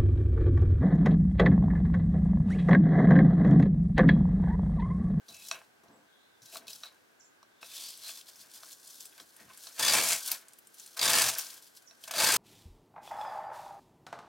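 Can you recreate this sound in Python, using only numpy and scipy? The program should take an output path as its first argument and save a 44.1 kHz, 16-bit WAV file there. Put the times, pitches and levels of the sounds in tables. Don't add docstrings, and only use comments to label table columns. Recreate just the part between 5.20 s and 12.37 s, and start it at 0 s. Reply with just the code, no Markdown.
import sys
import numpy as np
from scipy import signal
from scipy.fft import rfft, irfft
from scipy.io import wavfile

SR = 44100
rng = np.random.default_rng(int(sys.argv[2]) if len(sys.argv) > 2 else 0)


def boost(x):
    u = np.asarray(x, float) / 20
    return 10 ** u


def master(y):
    cut = np.clip(np.atleast_2d(y).T, -1, 1)
    pcm = np.round(cut * 32767)
    wavfile.write(sys.argv[1], SR, pcm.astype(np.int16))


N = 316197

# time in seconds, chatter level in dB.
STROKE_PRESSURE = [
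    [(4.585, -37), (4.595, -29.5), (4.757, -21), (4.81, -25.5), (4.873, -26.5), (4.89, -23.5), (4.939, -25),
     (5.0, -41.5)],
    [(5.78, -48), (5.8, -42), (5.828, -23.5), (5.998, -22), (6.094, -22.5), (6.12, -36), (6.143, -30.5)],
    [(6.92, -48), (6.952, -32), (7.038, -20), (7.102, -25.5), (7.17, -20.5)],
]
# centre in Hz, width in Hz, gain in dB.
STICK_MODES = [(656, 47, -1), (1190, 120, -2.5), (1512, 87, -1), (2556, 50, 2.5), (3950, 166, 6),
               (5770, 130, 2.5)]
LAID_DOWN_S, GRIP_S = 2.48, 2.41


def strokes():
    # start in seconds, peak in dB, depth into the rod in dB.
    slip_rows = [(4.5938, -7, -10), (4.6259, -3.5, -1), (4.6484, -4.5, -5), (4.661, -16, -4),
                 (4.679, -4.5, -1), (4.696, -8, -5), (4.723, -9, -7), (4.734, -0.5, 5.5), (4.751, -5.5, -2),
                 (4.7815, -10, 0), (4.8344, -3, 1), (4.887, -5, -2), (4.9185, -6, 1), (4.9298, -4, -3),
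                 (5.7706, -22, -5), (5.7919, -11, 4), (5.8128, -8.5, 5), (5.829, -9, 0), (5.854, -5, 5),
                 (5.877, -5, 7), (5.8996, -3, 1), (5.932, -2.5, 5), (5.976, -11, 2), (5.984, -1.5, -4),
                 (6.018, -1.5, -5), (6.087, -11, -4), (6.8778, -24, 0), (6.91, -11.5, 2.5), (6.939, -21, 0),
                 (6.9675, -18, 0), (7.001, -6, -4), (7.021, -13, 0), (7.035, -10, 3), (7.06, -12, 5),
                 (7.07, -4, 7), (7.0863, -4, 9), (7.12, -1.5, 0), (7.139, -1.5, 4)]
    # frequency in Hz, density in dB per Hz.
    grind = [(1500, 7), (3000, 1), (5000, 3.5), (9000, 2.5), (13300, -3.5), (15800, -8)]
    # centre in Hz, width in Hz, gain in dB.
    blade_modes = [(3450, 20, 3), (3850, 570, -13), (3200, 690, -12), (4670, 176, 1.5), (5800, 75, -31),
                   (6200, 92, -13), (8600, 50, -48), (9100, 200, -14)]
    # centre in Hz, width in Hz, gain in dB.
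    rod_modes = [(513, 19, -22), (545, 27, -12), (653, 70, -10), (767, 45, -6), (890, 8, -13),
                 (1100, 25, -1.5), (1516, 166, -4), (1765, 23, -1.5), (2240, 290, -18)]
    chatter = grit(per_s=500, spread_db=0.5, decay_s=0.002, bed=1.3)
    top, low, thrum, sing = pressure()
    start_s, peak_db, depth_db = np.transpose(slip_rows)

    bites = boost(-11.0) * bursts(np.c_[start_s, peak_db], decay_s=0.0054, rise_s=0.00065)
    dull_bites = bursts(np.c_[start_s, peak_db - 18 + depth_db], decay_s=0.0069, rise_s=0.0042)
    dull = low * chatter + boost(-1) * dull_bites

    sparks = chatter * np.sign(rng.standard_normal(N))
    hiss = highs(colour(top * sparks + highs(bites, 2470), grind))
    hiss = hiss / highs(colour(chatter, grind)).std()
    blade_push = sing * chatter + bites * sing / (top + 1e-9)
    blade = boost(8.0) * wander(blade_push, blade_modes, depth_db=5.3)
    rod_body = signal.sosfilt(signal.butter(2, [430, 2800], "band", fs=SR, output="sos"), dull)
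    rod = boost(2.0) * wander(dull, rod_modes, depth_db=3.5) + boost(2.5) * rod_body
    return boost(-6.5) * hiss + blade + rod + thrum * bench(rng.standard_normal(N))


def pressure():
    t, out = np.arange(N) / SR, 0
    near_tip_s, edge_s = 0.21, 0.006
    for table in STROKE_PRESSURE:
        s, db = np.transpose(table)
        age = np.clip(t - s[0], 0, 1)
        late = np.maximum(age - near_tip_s, 0)
        fade = np.clip(np.minimum(t - s[0] + edge_s, s[-1] + edge_s - t) / edge_s, 0, 1)
        rod_db = -3.5 - 57 * late
        bench_db = -25 - 34 * late - 8 * np.exp(-age / 0.0093)
        blade_db = -1 - 2.5 * (10 * age) ** 2
        shares_db = np.array([0 * age, rod_db, bench_db, blade_db])
        out = out + fade * boost(np.interp(t, s, db) + shares_db)
    return out


def wander(x, modes, depth_db=4.0, rate_hz=7):
    out = 0
    for k, mode in enumerate(modes):
        out = out + (-1) ** k * boost(depth_db * flutter(rate_hz)) * ring(x, [mode])
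    return out


def bench(push):
    thrum = ring(push, [(126, 24, 0), (210, 70, -9), (88, 25, -7), (290, 90, -13)])
    return band(thrum, 66, 380) + boost(-27) * band(push, 22, 60)


def rasps():
    # peak in seconds, rise in seconds,
    # fall in seconds, level in dB, ring in Hz.
    rasp_rows = [(2.585, 0.17, 0.16, -50, 3600), (2.66, .07, .1, -47, 4600), (2.87, 0.079, .08, -48, 4100),
                 (2.52, 0.024, .04, -58, 2560), (4.21, 0.06, .06, -59, 1900),
                 (4.312, 0.03, 0.04, -58, 1050), (4.49, 0.03, 0.04, -60, 1450),
                 (5.12, 0.012, 0.04, -50, 930), (5.12, .04, .06, -56, 770), (5.08, 0.02, 0.04, -50, 1520),
                 (5.122, .012, .04, -49, 1500), (5.12, .012, .05, -48, 2230),
                 (4.93, 0.054, 0.061, -38.5, 2170), (1.352, .03, .04, -53, 650),
                 (0.148, .04, .06, -60.5, 2620), (6.0, 0.11, 0.11, -37.5, 2720),
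                 (1.23, 0.014, 0.035, -59, 5800), (1.335, 0.026, .04, -59, 2650),
                 (1.668, 0.033, 0.043, -56, 3930), (.35, .03, .06, -51, 2600), (.21, .06, .08, -60, 2600)]
    # peak in seconds, rise in seconds, fall in seconds, level in dB,
    # note in Hz.
    sing_rows = [(4.632, 0.03, .08, -37.5, 1790), (4.7, .08, 0.073, -35.5, 1790),
                 (4.75, .08, 0.12, -34, 2340), (4.75, 0.11, 0.19, -39, 558), (4.91, 0.067, .08, -41, 1550),
                 (5.86, 0.065, .08, -43, 1130), (5.938, .04, 0.036, -34, 1784),
                 (5.995, .06, 0.072, -31.5, 1786), (5.95, 0.13, 0.18, -43, 492),
                 (6.07, 0.072, 0.098, -44, 770), (6.92, 0.015, 0.03, -45, 640),
                 (6.945, .012, .04, -46, 640), (6.885, .01, .025, -53, 640),
                 (5.825, 0.025, 0.035, -39, 640), (7.015, 0.056, .05, -36, 593),
                 (7.02, .05, 0.11, -38, 880), (7.07, 0.11, 0.053, -35, 1800), (7.095, 0.07, .06, -32, 1588),
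                 (.09, .006, .08, -54, 3950), (1.638, .006, .07, -50, 3930), (4.78, .1, .1, -41, 483),
                 (4.8, .1, .08, -43, 640), (.42, .008, .025, -60, 650)]
    rub = grit(per_s=630, spread_db=-2.5, decay_s=0.0064, bed=0.97)
    out = np.zeros(N)
    for rows, q in ((rasp_rows, 17), (sing_rows, 36)):
        for row in rows:
            hz = row[4]
            out += swells([row[:4]]) * unit(ring(rub, [(hz, hz / q, 0)]))
    return out


def handling():
    # frequency in Hz, density in dB per Hz.
    crackle = [(1200, -7.5), (2200, -9.5), (3200, 5), (4800, 7.5), (7000, 5), (10000, 4.5), (13000, 2),
               (15800, -2)]
    # centre in Hz, width in Hz, gain in dB.
    slide_modes = [(2560, 88, 1), (3950, 100, 10.5), (5400, 330, 2.5), (6740, 210, -4)]
    # centre in Hz, width in Hz, gain in dB.
    curl_modes = [(3700, 240, 5), (3680, 1100, 6)]
    grains = grit(per_s=700, spread_db=5, decay_s=.003, bed=.7)
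    slide = grit(per_s=170, spread_db=1.5, decay_s=0.0054, bed=1.0)
    top, wood, thrum, sing = hands()
    hum = unit(ring(slide, STICK_MODES[:3])) + boost(2) * band(slide, 480, 2400)
    free = np.arange(N) / SR < LAID_DOWN_S
    hum = np.where(free, hum, boost(-5) * hum + boost(-9.5) * highs(hum, 730))
    slide_voice = boost(-11.5) * unit(ring(slide, slide_modes))
    curl_voice = boost(-4.5) * unit(ring(grains, curl_modes))
    voice = np.where(free, slide_voice, curl_voice)
    rub = boost(-6.0) * top * unit(colour(grains, crackle)) + boost(-10.5) * wood * hum + sing * voice
    return highs(rub, 195) + boost(-15.5) * thrum * bench(rng.standard_normal(N))


def hands():
    # peak in seconds, rise and fall in seconds per 20 dB, level in dB.
    brush_rows = [(.094, 0.022, 0.28, -49), (.27, 0.17, 0.14, -43.5), (.315, 0.012, 0.098, -46),
                  (.636, 0.0042, .03, -60), (1.228, 0.0059, 0.54, -55), (1.362, 0.1, 0.048, -39),
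                  (1.48, 0.007, 0.2, -41), (1.64, 0.08, 0.045, -48.5), (2.24, 0.025, 0.038, -91)]
    crush_rows = [(2.43, 0.027, 0.036, -48.5), (2.609, 0.27, 0.16, -38), (2.7, 0.31, 0.088, -39.5),
                  (2.89, 0.14, 0.1, -36), (2.961, 0.035, 0.1, -42.5), (3.09, 0.033, 0.022, -42),
                  (3.21, 0.17, 0.12, -48.5), (3.36, 0.082, 0.06, -43), (3.52, 0.22, 0.059, -44.5),
                  (3.7, 0.25, 0.27, -46.5), (3.85, 0.19, 0.049, -43.5), (4.0, 0.15, 0.088, -50),
                  (4.18, 0.028, 0.21, -55), (4.46, 0.15, 0.085, -41.5), (4.56, 0.046, 0.11, -41.5),
                  (4.96, 0.056, 0.2, -34.5), (5.04, .06, .1, -40), (5.077, 0.089, 0.086, -29),
                  (5.119, 0.026, 0.064, -28), (5.604, 0.12, 0.45, -47.5), (5.769, 0.0054, 0.045, -34),
                  (6.1, 0.018, 0.022, -50), (6.185, 0.051, 0.17, -32), (6.307, 0.017, 0.28, -45),
                  (6.572, 0.031, 0.024, -46), (6.844, 0.057, 0.068, -45), (6.88, 0.012, 0.027, -40),
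                  (6.913, 0.0096, 0.018, -50), (6.95, 0.026, .02, -47)]
    rub_rows = [(.1, 0.021, 0.12, -68), (.33, 0.0093, 0.082, -38), (.64, .01, 0.046, -65),
                (.72, .08, .2, -83), (1.362, 0.057, 0.16, -51), (1.65, 0.034, 0.1, -47),
                (2.43, 0.031, 0.23, -56), (2.89, 0.13, 0.088, -53.5), (3.45, 0.7, 0.12, -57),
                (4.01, 0.13, 0.034, -51), (4.2, 0.052, 0.099, -51.5), (4.31, 0.065, 0.1, -48),
                (4.51, 0.15, 0.029, -54), (4.58, 0.018, 0.023, -42), (4.95, 0.027, 0.094, -36),
                (5.1, 0.057, 0.24, -45), (5.77, 0.0063, 0.11, -34.5), (6.18, 0.33, 0.18, -37.5),
                (6.882, 0.0068, 0.027, -39), (6.93, 0.072, 0.17, -41)]
    lean_rows = [(.1, 0.036, 0.76, -51), (.33, .04, 0.074, -52), (.7, 0.055, 0.072, -50),
                 (1.23, 0.016, 0.065, -47), (1.5, 0.042, 0.25, -54), (2.43, 0.036, 0.18, -63),
                 (3.21, .12, 0.13, -56), (3.45, 0.093, .08, -61), (4.01, .08, 0.069, -74),
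                 (4.26, 0.12, 0.14, -48.5), (5.0, .05, .3, -68), (6.14, .02, 0.16, -53),
                 (6.9, 0.075, 0.12, -47)]
    t = np.arange(N) / SR
    eased_db = -5 * (t > STROKE_PRESSURE[0][0][0])
    grip = boost(-57.5 + eased_db + 0.48 * flutter(2.9)) * (t > GRIP_S)
    crush = swells(crush_rows) * np.clip((t - GRIP_S) / 0.0085, 0, 1)
    top = np.sqrt(swells(brush_rows) ** 2 + crush ** 2 + grip ** 2)
    curl_db = np.maximum(-4.5 - 12 * np.maximum(t - 2.9, 0), -30)
    sing = top * boost(np.where(t < LAID_DOWN_S, -2, curl_db))
    return top, swells(rub_rows) + boost(-19.5) * top, swells(lean_rows), sing


def knocks():
    # start in seconds, peak in dB, brightness in dB, clear note in dB.
    knock_rows = [(0.088, -57, 13, -17), (0.3128, -21.5, -5, -5.5), (0.416, -42, -22, -26),
                  (0.636, -59, -6, -28), (0.683, -56, -5, -31), (1.219, -65, 8, -15),
                  (1.357, -36, -17, -22), (1.481, -55, 13, 12), (1.635, -34, -3, -15),
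                  (2.229, -47, -9.5, -30), (2.429, -36.5, -9.5, -0.5), (2.893, -41.5, -6, -2.5),
                  (3.433, -40, -8, -31), (4.0, -47, 2, -29), (4.47, -46.5, 5, -10), (5.118, -54, -19, -7),
                  (5.7706, -35, -8, -15), (6.189, -40, -12, -15), (6.71, -47, -4, -12),
                  (6.838, -50, 0, -15), (6.877, -39.5, -12, -13), (6.9095, -33, -17, -15),
                  (6.938, -30, -10, -15)]
    out, t = np.zeros(N + 8192), np.arange(8192) / SR
    hz, width, db = np.transpose(STICK_MODES)
    t60_s = 0.13
    shake = np.exp(-t / 0.0012) + boost(-24.0) * np.exp(-np.log(1000) * t / t60_s)
    for s, peak_db, bright_db, note_db in knock_rows:
        chance = rng.standard_normal((2, len(hz)))
        clear_note = np.arange(len(hz)) == 3
        size_db = db + chance[0] + bright_db * (hz > 3000) + (note_db + 6.5) * clear_note
        push = shake * np.minimum(.25 + t / .006, 1) * rng.standard_normal(8192)
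        push = push + 5 * (t == 0)
        body = ring(push, np.c_[hz * (1 + .015 * chance[1]), width, size_db])
        clack = band(rng.standard_normal(8192), 800, 1650)
        clack = clack + boost(bright_db + 1.5) * band(rng.standard_normal(8192), 3800, 6800)
        i = int(s * SR)
        out[i:i + 8192] += boost(peak_db) * (boost(16) * body + boost(-3) * shake * clack)
    return highs(out[:N], 420)


def snaps():
    # start in seconds, peak in dB, centre in Hz.
    shaving_rows = [(0.083, -42, 3950), (0.109, -53, 3950), (0.143, -37, 6000), (0.166, -40, 6500),
                    (0.285, -29.5, 5860), (1.369, -30, 3950), (1.48, -33.5, 4070), (1.5303, -32.5, 4940),
                    (1.469, -39, 4070), (2.412, -49, 4000), (2.6995, -38, 4670), (2.774, -38.5, 9300),
                    (2.895, -38, 3960), (3.011, -39, 3450), (3.8052, -34, 6440), (3.854, -33, 7957),
                    (3.978, -42, 3950), (4.164, -42, 9600), (4.333, -41, 4330), (4.374, -37.5, 9300),
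                    (4.4712, -46, 5040), (5.06, -29, 6910), (5.075, -23.5, 10900), (5.1152, -16.5, 11700),
                    (5.1166, -23, 5130), (5.283, -41.5, 8020), (5.386, -41.5, 12400), (5.542, -41.5, 11650),
                    (5.597, -36.5, 6200), (5.661, -37.5, 8930), (6.15, -26, 4700), (6.184, -19.5, 13800),
                    (6.3056, -37, 5830), (6.838, -33, 3480), (6.909, -29, 3450),
                    (1.22, -48, 5870), (1.258, -41, 5570), (1.325, -45, 2670), (1.507, -39, 3680),
                 (2.229, -55, 4020), (2.753, -41, 4450), (2.818, -41, 4530), (3.0684, -43, 4030),
                 (3.1323, -47, 4590), (3.1567, -43, 6010), (3.201, -46, 5780), (3.342, -42, 5240),
                 (3.4328, -42, 4040), (3.457, -43, 5120), (3.509, -41.5, 3510), (3.6734, -42, 8430),
                 (3.9255, -48, 2950), (3.9988, -40.5, 3260), (4.1031, -52, 4610), (4.435, -39, 5810),
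                 (4.5247, -44, 5950), (4.5436, -49, 7960), (5.333, -43, 8945), (5.4705, -42, 9300),
                 (5.7285, -47, 5800), (5.815, -27, 4670), (5.8294, -29, 4570), (6.191, -25, 5500),
                 (6.266, -34, 5600), (6.5706, -43, 4770), (6.6222, -50, 7610), (6.876, -35, 5760),
                 (6.9367, -28, 3470)]
    out, t = np.zeros(N + 2048), np.arange(2048) / SR
    puff = (1 - np.exp(-t / .0007)) * np.exp(-t / .004)
    for s, db, hz in shaving_rows:
        noise = band(rng.standard_normal(2048), .82 * hz, 1.22 * hz)
        noise = noise + boost(-3) * band(rng.standard_normal(2048), 2500, 16000)
        i = int(s * SR)
        out[i:i + 2048] += boost(db - 6) * noise * puff
    return out[:N]


def thuds():
    # start in seconds, peak in dB, length in
    # seconds.
    thud_rows = [
        (0.081, -50.5, 0.033),
        (0.629, -54.5, 0.057),
        (0.686, -54, 0.12),
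        (1.329, -54.5, 0.16),
        (2.423, -51.5, 0.019),
        (3.998, -51.5, 0.026),
        (4.206, -55, 0.042),
    ]
    out, t = np.zeros(N + 8192), np.arange(8192) / SR
    for s, db, length in thud_rows:
        shape = (1 - np.exp(-t / .006)) * np.exp(-t / length)
        i = int(s * SR)
        out[i:i + 8192] += boost(db - 4) * band(rng.standard_normal(8192), 140, 720) * shape
    return out[:N]


def bird():
    # start in seconds, length in seconds, start in Hz, end in Hz, level in dB.
    note_rows = [
        (0.694, 0.089, 7800, 7670, -70),
        (0.841, 0.25, 3830, 3570, -71),
        (0.855, 0.19, 3400, 3330, -68),
        (0.97, 0.085, 3850, 4140, -69),
        (1.049, .07, 4130, 3900, -72),
        (1.053, 0.14, 3700, 3460, -71.5),
        (1.994, 0.015, 7800, 5100, -50),
        (2.014, 0.02, 7850, 5730, -59),
        (2.032, 0.032, 7900, 6430, -61),
        (6.654, 0.026, 7350, 5140, -52),
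    ]
    out = np.zeros(N)
    for s, length, hz0, hz1, db in note_rows:
        t = np.arange(int(length * SR)) / SR
        whistle = signal.chirp(t, hz0, length, hz1) * np.sin(np.pi * t / length) ** .5
        i = int(s * SR)
        out[i:i + len(t)] += boost(db) * whistle
    return np.array([echo(out * (0.33 + flutter(80)), 0.25) for _ in range(2)])


def air():
    # frequency in Hz, density in dB per Hz.
    air_shape = [(25, -28), (50, -21), (100, -6), (160, -7), (220, -3), (320, -1), (630, -3), (1000, -4),
                 (1380, -5), (1560, 3), (1750, -6), (2400, -10.5), (4500, -13), (15900, -21)]
    # frequency in Hz, density in dB per Hz.
    port_shape = [(15, -98), (25, -38), (262, 1.5), (984, -3), (1330, -2), (1480, 0), (4470, -14.5),
                  (7260, -18), (15900, -30)]
    mid = unit(colour(rng.standard_normal(N), air_shape))
    side = unit(colour(rng.standard_normal(N), port_shape))
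    return boost(-67) * (mid + np.array([side, -side]))


def grit(per_s, spread_db, decay_s, bed):
    breaks = (rng.random(N) < per_s / SR) * boost(spread_db * np.minimum(rng.exponential(size=N), 3))
    swell = signal.lfilter([1], [1, -np.exp(-1 / (decay_s * SR))], breaks)
    return unit((np.clip(bed, 0, 9) + swell / swell.mean()) * rng.standard_normal(N))


def bursts(rows, decay_s, rise_s):
    out, t = np.zeros(N + 4096), np.arange(4096) / SR
    puff = (1 - np.exp(-t / rise_s)) * np.exp(-t / decay_s)
    for s, db in rows:
        i = int(s * SR)
        out[i:i + 4096] += boost(db) * puff * rng.standard_normal(4096)
    return out[:N]


def swells(rows):
    t, power = np.arange(N) / SR, np.zeros(N)
    for s, rise, fall, db in rows:
        a, b = max(int((s - 3 * rise) * SR), 0), int((s + 3 * fall) * SR)
        away = np.maximum((s - t[a:b]) / rise, (t[a:b] - s) / fall)
        power[a:b] += boost(db - 20 * away) ** 2
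    return np.sqrt(power)


def ring(x, modes):
    out = 0
    for k, (hz, width, db) in enumerate(modes):
        out = out + (-1) ** k * boost(db) * signal.lfilter(*signal.iirpeak(hz, hz / width, SR), x)
    return out


def colour(x, points):
    hz, db = np.transpose(points)
    bins_hz = np.arange(2049) * SR / 4096
    log_gain = np.interp(np.log(bins_hz + 1), np.log(hz), db) * np.log(10) / 20
    c = irfft(log_gain)
    c[1:2048] *= 2
    c[2049:] = 0
    return signal.fftconvolve(x, irfft(np.exp(rfft(c))))[:len(x)]


def band(x, lo_hz, hi_hz):
    sos = signal.butter(2, [lo_hz, min(hi_hz, .45 * SR)], "band", fs=SR, output="sos")
    return unit(signal.sosfilt(sos, x))


def highs(x, hz=2500):
    return signal.sosfilt(signal.butter(3, hz, "high", fs=SR, output="sos"), x)


def flutter(hz):
    return unit(signal.sosfilt(signal.butter(2, hz, fs=SR, output="sos"), rng.standard_normal(N)))


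def unit(x):
    return x / np.sqrt(np.mean(x ** 2) + 1e-30)


def echo(x, t60):
    t = np.arange(int(t60 * SR)) / SR
    tail = rng.standard_normal(len(t)) * np.exp(-np.log(1000) * t / t60)
    return signal.fftconvolve(x, tail / np.sqrt(np.sum(tail ** 2)))[:N]


def scene():
    # frequency in Hz, side minus mid in dB.
    spread = [(60, -38), (125, -28), (300, -20), (1000, -14), (2000, -14), (4000, -13.8), (8000, -10.8),
              (13000, -9.5)]
    work = strokes() + rasps() + handling() + knocks() + snaps() + thuds()
    work = work + boost(-7.5) * echo(work, 0.11)
    scatter = colour(echo(work * flutter(40), .04), spread)
    side = scatter + boost(-21) * highs(work, 3000) + boost(-26) * highs(work, 400)
    return np.array([work + side, work - side]) + bird() + air()


def top_cut(x):
    return signal.sosfilt(signal.butter(12, 16820, fs=SR, output="sos"), x)


def record(dry):
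    top_hz = 15950
    mix = signal.sosfilt(signal.ellip(10, .3, 70, top_hz, fs=SR, output="sos"), dry)
    return top_cut(mix)


dry = scene()
out = record(dry)
master(out)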